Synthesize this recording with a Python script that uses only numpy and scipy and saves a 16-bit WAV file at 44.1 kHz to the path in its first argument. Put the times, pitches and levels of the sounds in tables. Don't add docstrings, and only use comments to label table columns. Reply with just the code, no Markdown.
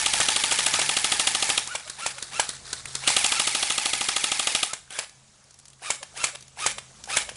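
import sys
import numpy as np
from scipy import signal
from scipy.fft import rfft, irfft, next_fast_len
from scipy.io import wavfile
from scipy.ndimage import uniform_filter1d, map_coordinates

SR = 44100
rng = np.random.default_rng(int(sys.argv[2]) if len(sys.argv) > 2 else 0)


def convert_level_to_amplitude(level_db):
    exponent = np.asarray(level_db, float) / 20
    return 10 ** exponent


def waveform_to_disk(signal):
    frames = np.transpose(np.atleast_2d(signal))
    scaled = np.clip(frames, -1, 1) * 32767
    samples = np.round(scaled).astype(np.int16)
    wavfile.write(sys.argv[1], SR, samples)


N = 324645
USUAL_PEAK_DB = -5.5

# multiple of the mesh rate, level_db
SINGLE_TEETH = [(1, -2), (2, 0), (3, -6.5), (4, -7), (5, -10)]
# pitch_hz, density_db [dB per Hz]
SINGLE_GEARBOX = [(120, -42), (200, -14.5), (561, -2.5), (1080, -2), (1600, 3), (1960, -1), (2210, 4),
                  (4640, -1), (8250, -1), (10500, 0.5), (11400, -39), (14800, -46), (22000, -120)]


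def unit(x):
    return x / np.sqrt(np.mean(x ** 2) + 1e-20)


def along(points, hz):
    f, v = np.transpose(points)
    return np.interp(np.log(hz + 1), np.log(f + 1), v)


def wobble(rate):
    knots = rng.standard_normal(int(N * rate / SR) + 4)
    return map_coordinates(knots, [np.arange(N) * rate / SR])


def filtered(x, response):
    m = next_fast_len(N + SR // 4)
    return irfft(rfft(x, m) * response(np.fft.rfftfreq(m, 1 / SR)), m)[..., :N]


def hiss(spectrum, patchy_db):
    z = signal.stft(rng.standard_normal(N), nperseg=256)[2]
    field = uniform_filter1d(rng.standard_normal(z.shape), 4, 0)
    field = uniform_filter1d(field, 4, 1)
    patchy = signal.istft(z * convert_level_to_amplitude(patchy_db * unit(field)), nperseg=256)[1][:N]
    return unit(filtered(patchy, lambda hz: convert_level_to_amplitude(along(spectrum, hz))))


def add(track, s, piece):
    i = round(s * SR)
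    piece = piece[max(-i, 0):max(N - i, 0)]
    track[max(i, 0):][:len(piece)] += piece


def ring(t, hz, width_hz):
    decay = np.pi * width_hz * t
    return np.sin(2 * np.pi * hz * t) * np.e * decay * np.exp(-decay)


def leaves():
    # pitch_hz, density_db [dB per Hz]
    leaf_colour = [(120, -5), (200, 0.5), (249, -8.5), (687, -3), (1740, -6.5), (2320, -8.5), (7090, -3.5),
                   (10300, -9.5), (11400, -28.5), (14800, -54), (22000, -120)]
    # time_s, level_db
    breeze = [(0, -43), (1.6, -45), (1.85, -54), (2.3, -49.5), (2.6, -50), (3.05, -47.5), (4.6, -49),
              (4.85, -55.5), (5.25, -57.5), (5.8, -57.5), (6.1, -52.5), (6.5, -56), (7, -51.5), (7.36, -50)]
    gust_db = np.interp(np.arange(N) / SR, *np.transpose(breeze))
    return convert_level_to_amplitude(gust_db + wobble(2.45)) * hiss(leaf_colour, patchy_db=2.0)


def far_engine():
    # time_s, fifth_order_hz, level_db
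    running = [(0, 114, -55.5), (.4, 117, -59), (.8, 146, -58), (1.901, 134, -67), (2.7, 130, -60),
               (3.3, 134, -62.5), (4.8, 134, -72), (5.9, 132, -68.5), (6.6, 132, -65.5), (7.36, 132, -59.5)]
    # order, level_db
    crank_orders = [(2, -2), (3, -1), (5, 5.5), (8, -4.5)]
    # pitch_hz, density_db [dB per Hz]
    rumble_colour = [(12, -60.5), (20, -26), (102, -4), (134, -5), (161, -7), (206, -17), (500, -21),
                     (650, -61.5), (1100, -120)]
    time = np.arange(N) / SR
    s, fifth_hz, db = np.transpose(running)
    rumble = convert_level_to_amplitude(-2 + 2.7 * wobble(24)) * hiss(rumble_colour, patchy_db=-0.5)
    shaft_hz = np.interp(time, s, fifth_hz) * (1 + 0.017 * wobble(23)) / 5
    turn = 2 * np.pi * np.cumsum(shaft_hz) / SR
    hum = sum(convert_level_to_amplitude(level + 4.2 * wobble(12)) * np.sin(k * turn) for k, level in crank_orders)
    return convert_level_to_amplitude(np.interp(time, s, db)) * (hum + rumble)


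def phases(u, rows):
    ramp_db = [-25, 0, 0, -25]
    return np.max([db + np.interp(u, when, ramp_db, left=-90, right=-90) for *when, db in rows], axis=0)


def rifle(shots, mesh, cycle, orders, blows, delays, gears, rattle_db, rattle_s, scatter_db,
          unsteady, crack_db, motor_db, tone_hz, follow):
    out, grind = np.zeros(N), np.zeros(N)
    t = np.arange(SR // 25) / SR
    luck = rng.standard_normal
    at, mesh_at = np.transpose(mesh)
    u = np.arange(at[0], at[-1], 1 / SR)
    mesh_hz = np.interp(u, at, mesh_at)
    motor_hz = tone_hz * (mesh_hz / 1000) ** follow
    gear_shape, whine_shape, motor_shape = [phases(u, rows) for rows in cycle]
    flutter = wobble(300)
    for s, db, thud_db, gear_db, whine_db, over_db, speed in shots:
        start = s + at[0]
        shake = np.roll(flutter, -round(s * SR))[:len(u)]
        shake_back = shake[::-1]

        add(grind, start, convert_level_to_amplitude(2 * (gear_db + gear_shape)))
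        rattle = convert_level_to_amplitude(2 * (db + rattle_db - 60 * t / rattle_s))
        add(grind, s - .001, rattle * (1 - np.exp(-t / .003)) ** 2)

        turn = 2 * np.pi * np.cumsum(mesh_hz * speed * (1 + 0.00826 * luck() + unsteady * shake)) / SR
        whine = np.zeros(len(u))
        for m, level in orders:
            order_db = level + min(over_db, 0) * (m > 1) + .7 * luck()
            whine += convert_level_to_amplitude(order_db) * np.sin(m * turn + 9 * luck())
        add(out, start, convert_level_to_amplitude(whine_db + whine_shape + 1.5 * shake_back) * whine)

        spin = 2 * np.pi * np.cumsum(motor_hz * (1 + .012 * luck() + 1.6 * unsteady * shake_back)) / SR
        motor = np.sin(spin) + convert_level_to_amplitude(over_db - 8) * np.sin(2 * spin + luck())
        add(out, start, convert_level_to_amplitude(gear_db + motor_db + motor_shape + 2 * shake + 1.3 * luck()) * motor)

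        for (level, hz, width_hz), ms in zip(blows, delays):
            low_db = thud_db * (hz < 1500)
            blow_db = db + crack_db + level + low_db + scatter_db * luck()
            add(out, s + ms / 1000, convert_level_to_amplitude(blow_db) * ring(t, hz * (1 + .018 * luck()), width_hz))
    teeth = convert_level_to_amplitude(2.3 * wobble(500))
    return out + np.sqrt(grind) * unit(teeth * hiss(gears, patchy_db=2.0))


def trigger_pull(shots, gears_db, sag_db, sag_s, whine_db, over_db):
    s, db = np.transpose(shots)
    last = np.arange(len(s)) == len(s) - 1
    gears = gears_db + sag_db * (1 - np.exp(-(s - s[0]) / sag_s))
    whine = gears + whine_db - 21 * last
    thud = -0.5 - 0.63 * (db - USUAL_PEAK_DB)
    return list(zip(s, db, thud, gears - 6 * last, whine, over_db + 0 * s, 1 + 0 * s))


def near_rifle():
    # start_s, peak_db
    first_shots = [(0.0603, -2), (0.1354, -4.5), (0.2103, -6.5), (0.285, -2), (0.3611, -3.5),
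                   (0.4372, -3.5), (0.5124, -4.5), (0.5878, -3.5), (0.6631, -3), (0.7384, -4.5),
                   (0.815, -5), (0.8912, -3.5), (0.9674, -3), (1.0436, -2.5), (1.1198, -2.5),
                   (1.1956, -2.5), (1.2713, -1.5), (1.348, -3.5), (1.4245, -3.5), (1.5, -4.5), (1.5766, -2)]
    # start_s, peak_db
    second_shots = [(3.075, 0), (3.1652, 0), (3.2435, -1.5), (3.32, -3.5), (3.3966, -3), (3.4725, -3.5),
                    (3.5488, -5.5), (3.6262, -5), (3.7025, -5), (3.7795, -4.5), (3.8564, -5), (3.933, -5),
                    (4.0097, -7.5), (4.0857, -5.5), (4.1628, -4), (4.2399, -3), (4.3169, -3.5),
                    (4.3948, -4), (4.4712, -4), (4.5489, -2), (4.6291, -2.5)]
    # time_s, mesh_hz
    gear_speed = [(-.012, 1900), (.0195, 2800), (.025, 2750), (.042, 2500), (.066, 2060), (.095, 1900)]
    # start_s, full_s, release_s, end_s, level_db
    gear_cycle = [
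        [(-.012, -.001, .05, .2, 0), (.001, .0195, .0195, .05, 4)],
        [(.011, .032, .066, .074, -2)],
        [(.012, .026, .046, .068, 0)],
    ]
    # multiple of the mesh rate, level_db
    tooth_orders = [(1, 0), (2, -5), (3, -18)]
    # level_db, pitch_hz, width_hz
    piston_blows = [(-17, 3000, 550), (-6.5, 3150, 1200), (1.5, 8300, 5500), (-3, 3500, 1600),
                    (-13, 7000, 3000), (-13, 2600, 700), (-13, 9800, 2500), (-18, 1230, 180),
                    (-16, 3400, 700), (-20, 800, 190), (-27, 280, 220), (-26, 640, 250)]
    blow_delays = [-2, .95, 1.15, 3.4, 3.7, 5.4, 8.2, 3, 7, 6.5, 0, 1]
    # pitch_hz, density_db [dB per Hz]
    gearbox = [(120, -31), (200, -11), (611, -7.5), (842, -1), (1070, -4.5), (2210, 2), (2530, -2),
               (2940, 1.5), (9940, 0.5), (10600, 2.5), (11400, -27), (14800, -51), (22000, -120)]
    voice = dict(mesh=gear_speed, cycle=gear_cycle, orders=tooth_orders, blows=piston_blows,
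                 delays=blow_delays, gears=gearbox, rattle_db=-15.5, rattle_s=.08, scatter_db=.9,
                 unsteady=0.013, crack_db=-1.5, follow=.45)
    first = trigger_pull(first_shots, gears_db=-27, sag_db=-3.5, sag_s=1.1, whine_db=-6.5, over_db=9)
    first.append((-0.018, -53, 0, -27, -33.5, 9, 1))
    second = trigger_pull(second_shots, gears_db=-27, sag_db=-4.5, sag_s=0.6, whine_db=-2.5, over_db=3)
    return (rifle(first, motor_db=-10.5, tone_hz=575, **voice)
            + rifle(second, motor_db=-13, tone_hz=555, **voice))


def woods(x):
    # pitch_hz, t60_s
    trunk_decay = [(200, 0.034), (2000, 0.4), (10000, 0.36)]
    hz, t, z = signal.stft(rng.standard_normal(SR // 2), SR, nperseg=256)
    fading = z * convert_level_to_amplitude(-60 * t / along(trunk_decay, hz)[:, None])
    tail = signal.istft(fading, SR, nperseg=256)[1]
    late = np.pad(x, (500, 0))
    return signal.fftconvolve(late, tail / np.linalg.norm(tail))[:N]


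def second_rifle():
    # start_s, peak_db, gears_db, whine_db, motor speed re usual
    single_shots = [(0.202, -5, -39, -39, 1.03), (0.5226, -6.5, -42, -36, 1.1),
                    (0.7918, -6.5, -35.5, -37, 1), (1.4919, -7, -38, -44, 1.7),
                    (1.7517, -9.5, -39.5, -33.5, 1.07), (2.0632, -6.5, -36, -34, 1.03),
                    (2.397, -3, -35.5, -37.5, 1.01), (3.1037, -9, -33.5, -32.5, 1.05),
                    (4.7332, -12, -48, -42, .97), (4.9888, -9.5, -38.5, -47, 1.25),
                    (5.9036, -6, -37.5, -38.5, .92), (6.2404, -5, -34.5, -37.5, 1.01),
                    (6.6633, -3.5, -32.5, -33.5, .94), (7.1696, -2, -30.5, -33, 0.97)]
    # time_s, mesh_hz
    gear_speed = [(-.105, 500), (-.08, 830), (-.065, 1040), (-.05, 1210), (-.035, 1325), (-.022, 1345),
                  (-.005, 1300), (0.054, 1330), (0.122, 850)]
    # start_s, full_s, release_s, end_s, level_db
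    gear_cycle = [
        [(-.105, -.065, .057, 0.075, -0.5), (-.05, .004, .006, .08, 6), (.05, .06, .075, 0.14, -26)],
        [(-.095, -.078, -0.049, -.03, -8.5), (-.07, -.035, -.013, -.006, 2)],
        [(-.097, -.075, -.063, -.03, -7), (-.07, -.05, -.025, -0.021, -21), (.0, .028, .07, .11, -15.5)],
    ]
    # level_db, pitch_hz, width_hz
    piston_blows = [(-18, 2250, 210), (-12, 6800, 1500), (-16, 3470, 400), (-18, 2130, 300),
                    (5.5, 7500, 5600), (-18.5, 1780, 390), (-8, 862, 330), (-15.5, 650, 230),
                    (-29, 140, 110), (-2, 7400, 1300)]
    blow_delays = [-2.5, 1, 1, 1, 1.2, 2.4, -1, -1, -1.5, 4]
    shots = []
    for s, db, gears, whine, speed in single_shots:
        thud = -3 + 0.12 * (db - USUAL_PEAK_DB)
        overtones = -3 - 1.5 * (whine - gears)
        shots.append((s, db, thud, gears, whine, overtones, speed))
    shots.append((3.4, -53, 0, -53, -32.5, 0, 1))
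    return rifle(shots, gear_speed, gear_cycle, SINGLE_TEETH, piston_blows, blow_delays, SINGLE_GEARBOX,
                 rattle_db=-10.5, rattle_s=0.053, scatter_db=2.4, unsteady=0.018, crack_db=-4.0,
                 motor_db=-4.5, tone_hz=789, follow=0.156)


def third_rifle():
    # start_s, peak_db, gears_db
    far_shots = [(1.674, -18.5, -44), (1.8977, -19, -44.5), (2.2252, -15, -43.5), (2.4907, -13.5, -40),
                 (2.7295, -13, -40.5), (2.9523, -13.5, -39)]
    # time_s, mesh_hz
    gear_speed = [(-.1, 586), (-.078, 913), (-.04, 1279), (-.01, 1340), (.075, 1220), (.13, 900)]
    # start_s, full_s, release_s, end_s, level_db
    gear_cycle = [
        [(-0.1, -0.076, 0.081, 0.079, -2.4)],
        [(-.11, -.045, -.035, .01, 2)],
        [(-.12, -.045, -.035, .02, -15)],
    ]
    # level_db, pitch_hz, width_hz
    piston_blows = [(-12, 4000, 3500), (-7.5, 4100, 1100), (3.5, 7500, 6200), (0, 7100, 6200),
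                    (-13, 4300, 2300), (-26.5, 1500, 610), (-28, 290, 220)]
    blow_delays = [-1, .9, 1.1, 3.1, 3, 0, 0]
    # pitch_hz, density_db [dB per Hz]
    gearbox = [(240, -50), (400, -11), (953, -13), (1320, -3), (2970, -11.5), (3870, -1), (6230, -7.5),
               (10000, -6.5), (11400, -22), (14800, -51), (22000, -120)]
    shots = [(s, db, -1.3, gears, gears - 16, -6, 1) for s, db, gears in far_shots]
    return rifle(shots, gear_speed, gear_cycle, SINGLE_TEETH, piston_blows, blow_delays, gearbox,
                 rattle_db=-10.0, rattle_s=0.061, scatter_db=1.5, unsteady=0.049, crack_db=3.5,
                 motor_db=-17, tone_hz=780, follow=0.24)


def latches():
    # start_s, peak_db
    clacks = [(1.876, -17.5), (2.182, -13.5), (6.028, -13.5), (6.35, -17.5), (6.782, -11.5), (7.29, -10.5)]
    # time_s, mesh_hz
    gear_speed = [(-.03, 600), (.05, 600)]
    # start_s, full_s, release_s, end_s, level_db
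    clack_cycle = [
        [(-.006, 0.0027, .008, 0.012, -4), (.005, .016, 0.044, 0.03, -25.5)],
        [(-.03, 0, 0, .03, -40)],
        [(-0.037, -0.0042, -0.0028, 0.011, -2)],
    ]
    # level_db, pitch_hz, width_hz
    latch_blows = [(-13, 3200, 900), (-14, 1700, 800), (-16, 800, 500)]
    blow_delays = [1, 2.5, 1]
    shots = [(s, db, -2, -32.5, -52, -2, 1) for s, db in clacks]
    return rifle(shots, gear_speed, clack_cycle, [], latch_blows, blow_delays, SINGLE_GEARBOX,
                 rattle_db=-14, rattle_s=0.043, scatter_db=1.2, unsteady=0.055, crack_db=-3,
                 motor_db=-10.0, tone_hz=563.4, follow=0)


def taps():
    # start_s, peak_db, centre_hz
    ticks = [(2.647, -45, 4430), (2.855, -19, 2200), (4.876, -40, 1540), (4.905, -25, 3180),
             (5.094, -35, 7290), (5.44, -43, 6230), (5.507, -37, 9550), (5.541, -37, 7140),
             (5.588, -36, 10600), (5.597, -39, 10400), (5.654, -33, 7800), (5.681, -34.5, 10300),
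             (5.701, -39, 10200), (5.731, -39, 3820), (5.794, -46, 1990), (5.818, -32, 800),
             (6.14, -36, 748), (6.407, -33, 7040), (6.424, -32, 7300), (6.48, -35, 7360),
             (6.57, -31.5, 842), (7.038, -23.5, 7860), (7.056, -31, 7650), (7.074, -26, 859),
             (7.103, -24, 1597), (7.315, -30, 584), (7.356, -31, 3800)]
    out, t = np.zeros(N), np.arange(SR // 20) / SR
    for s, db, hz in ticks:
        puff = rng.standard_normal(len(t)) * convert_level_to_amplitude(-60 * t / 0.024) * (1 - np.exp(-t / 0.001))
        rung = np.convolve(puff, ring(t[:200], hz, .5 * hz))[:len(t)]
        broad = np.diff(puff, prepend=0) + 0.45 * puff
        broad_db = 7 - 9.5 * (hz < 1800)
        add(out, s, convert_level_to_amplitude(db - 23.5) * (unit(rung) + convert_level_to_amplitude(broad_db) * unit(broad)))
    return out


def scene():
    background = leaves() + far_engine()
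    guns = near_rifle() + second_rifle() + third_rifle() + latches()
    return (guns + convert_level_to_amplitude(-12.5) * woods(guns) + taps() + background)[None]


def top_cut(x):
    return signal.sosfilt(signal.butter(12, 11530, fs=SR, output="sos"), x)


def record(dry):
    top_hz = 11124
    x = filtered(dry, lambda hz: 1 / (1 + (hz / top_hz) ** 90))
    mix = x / (1 + np.abs(x / 1.05) ** 6) ** (1 / 6)
    return top_cut(mix)


dry = scene()
out = record(dry)
waveform_to_disk(out)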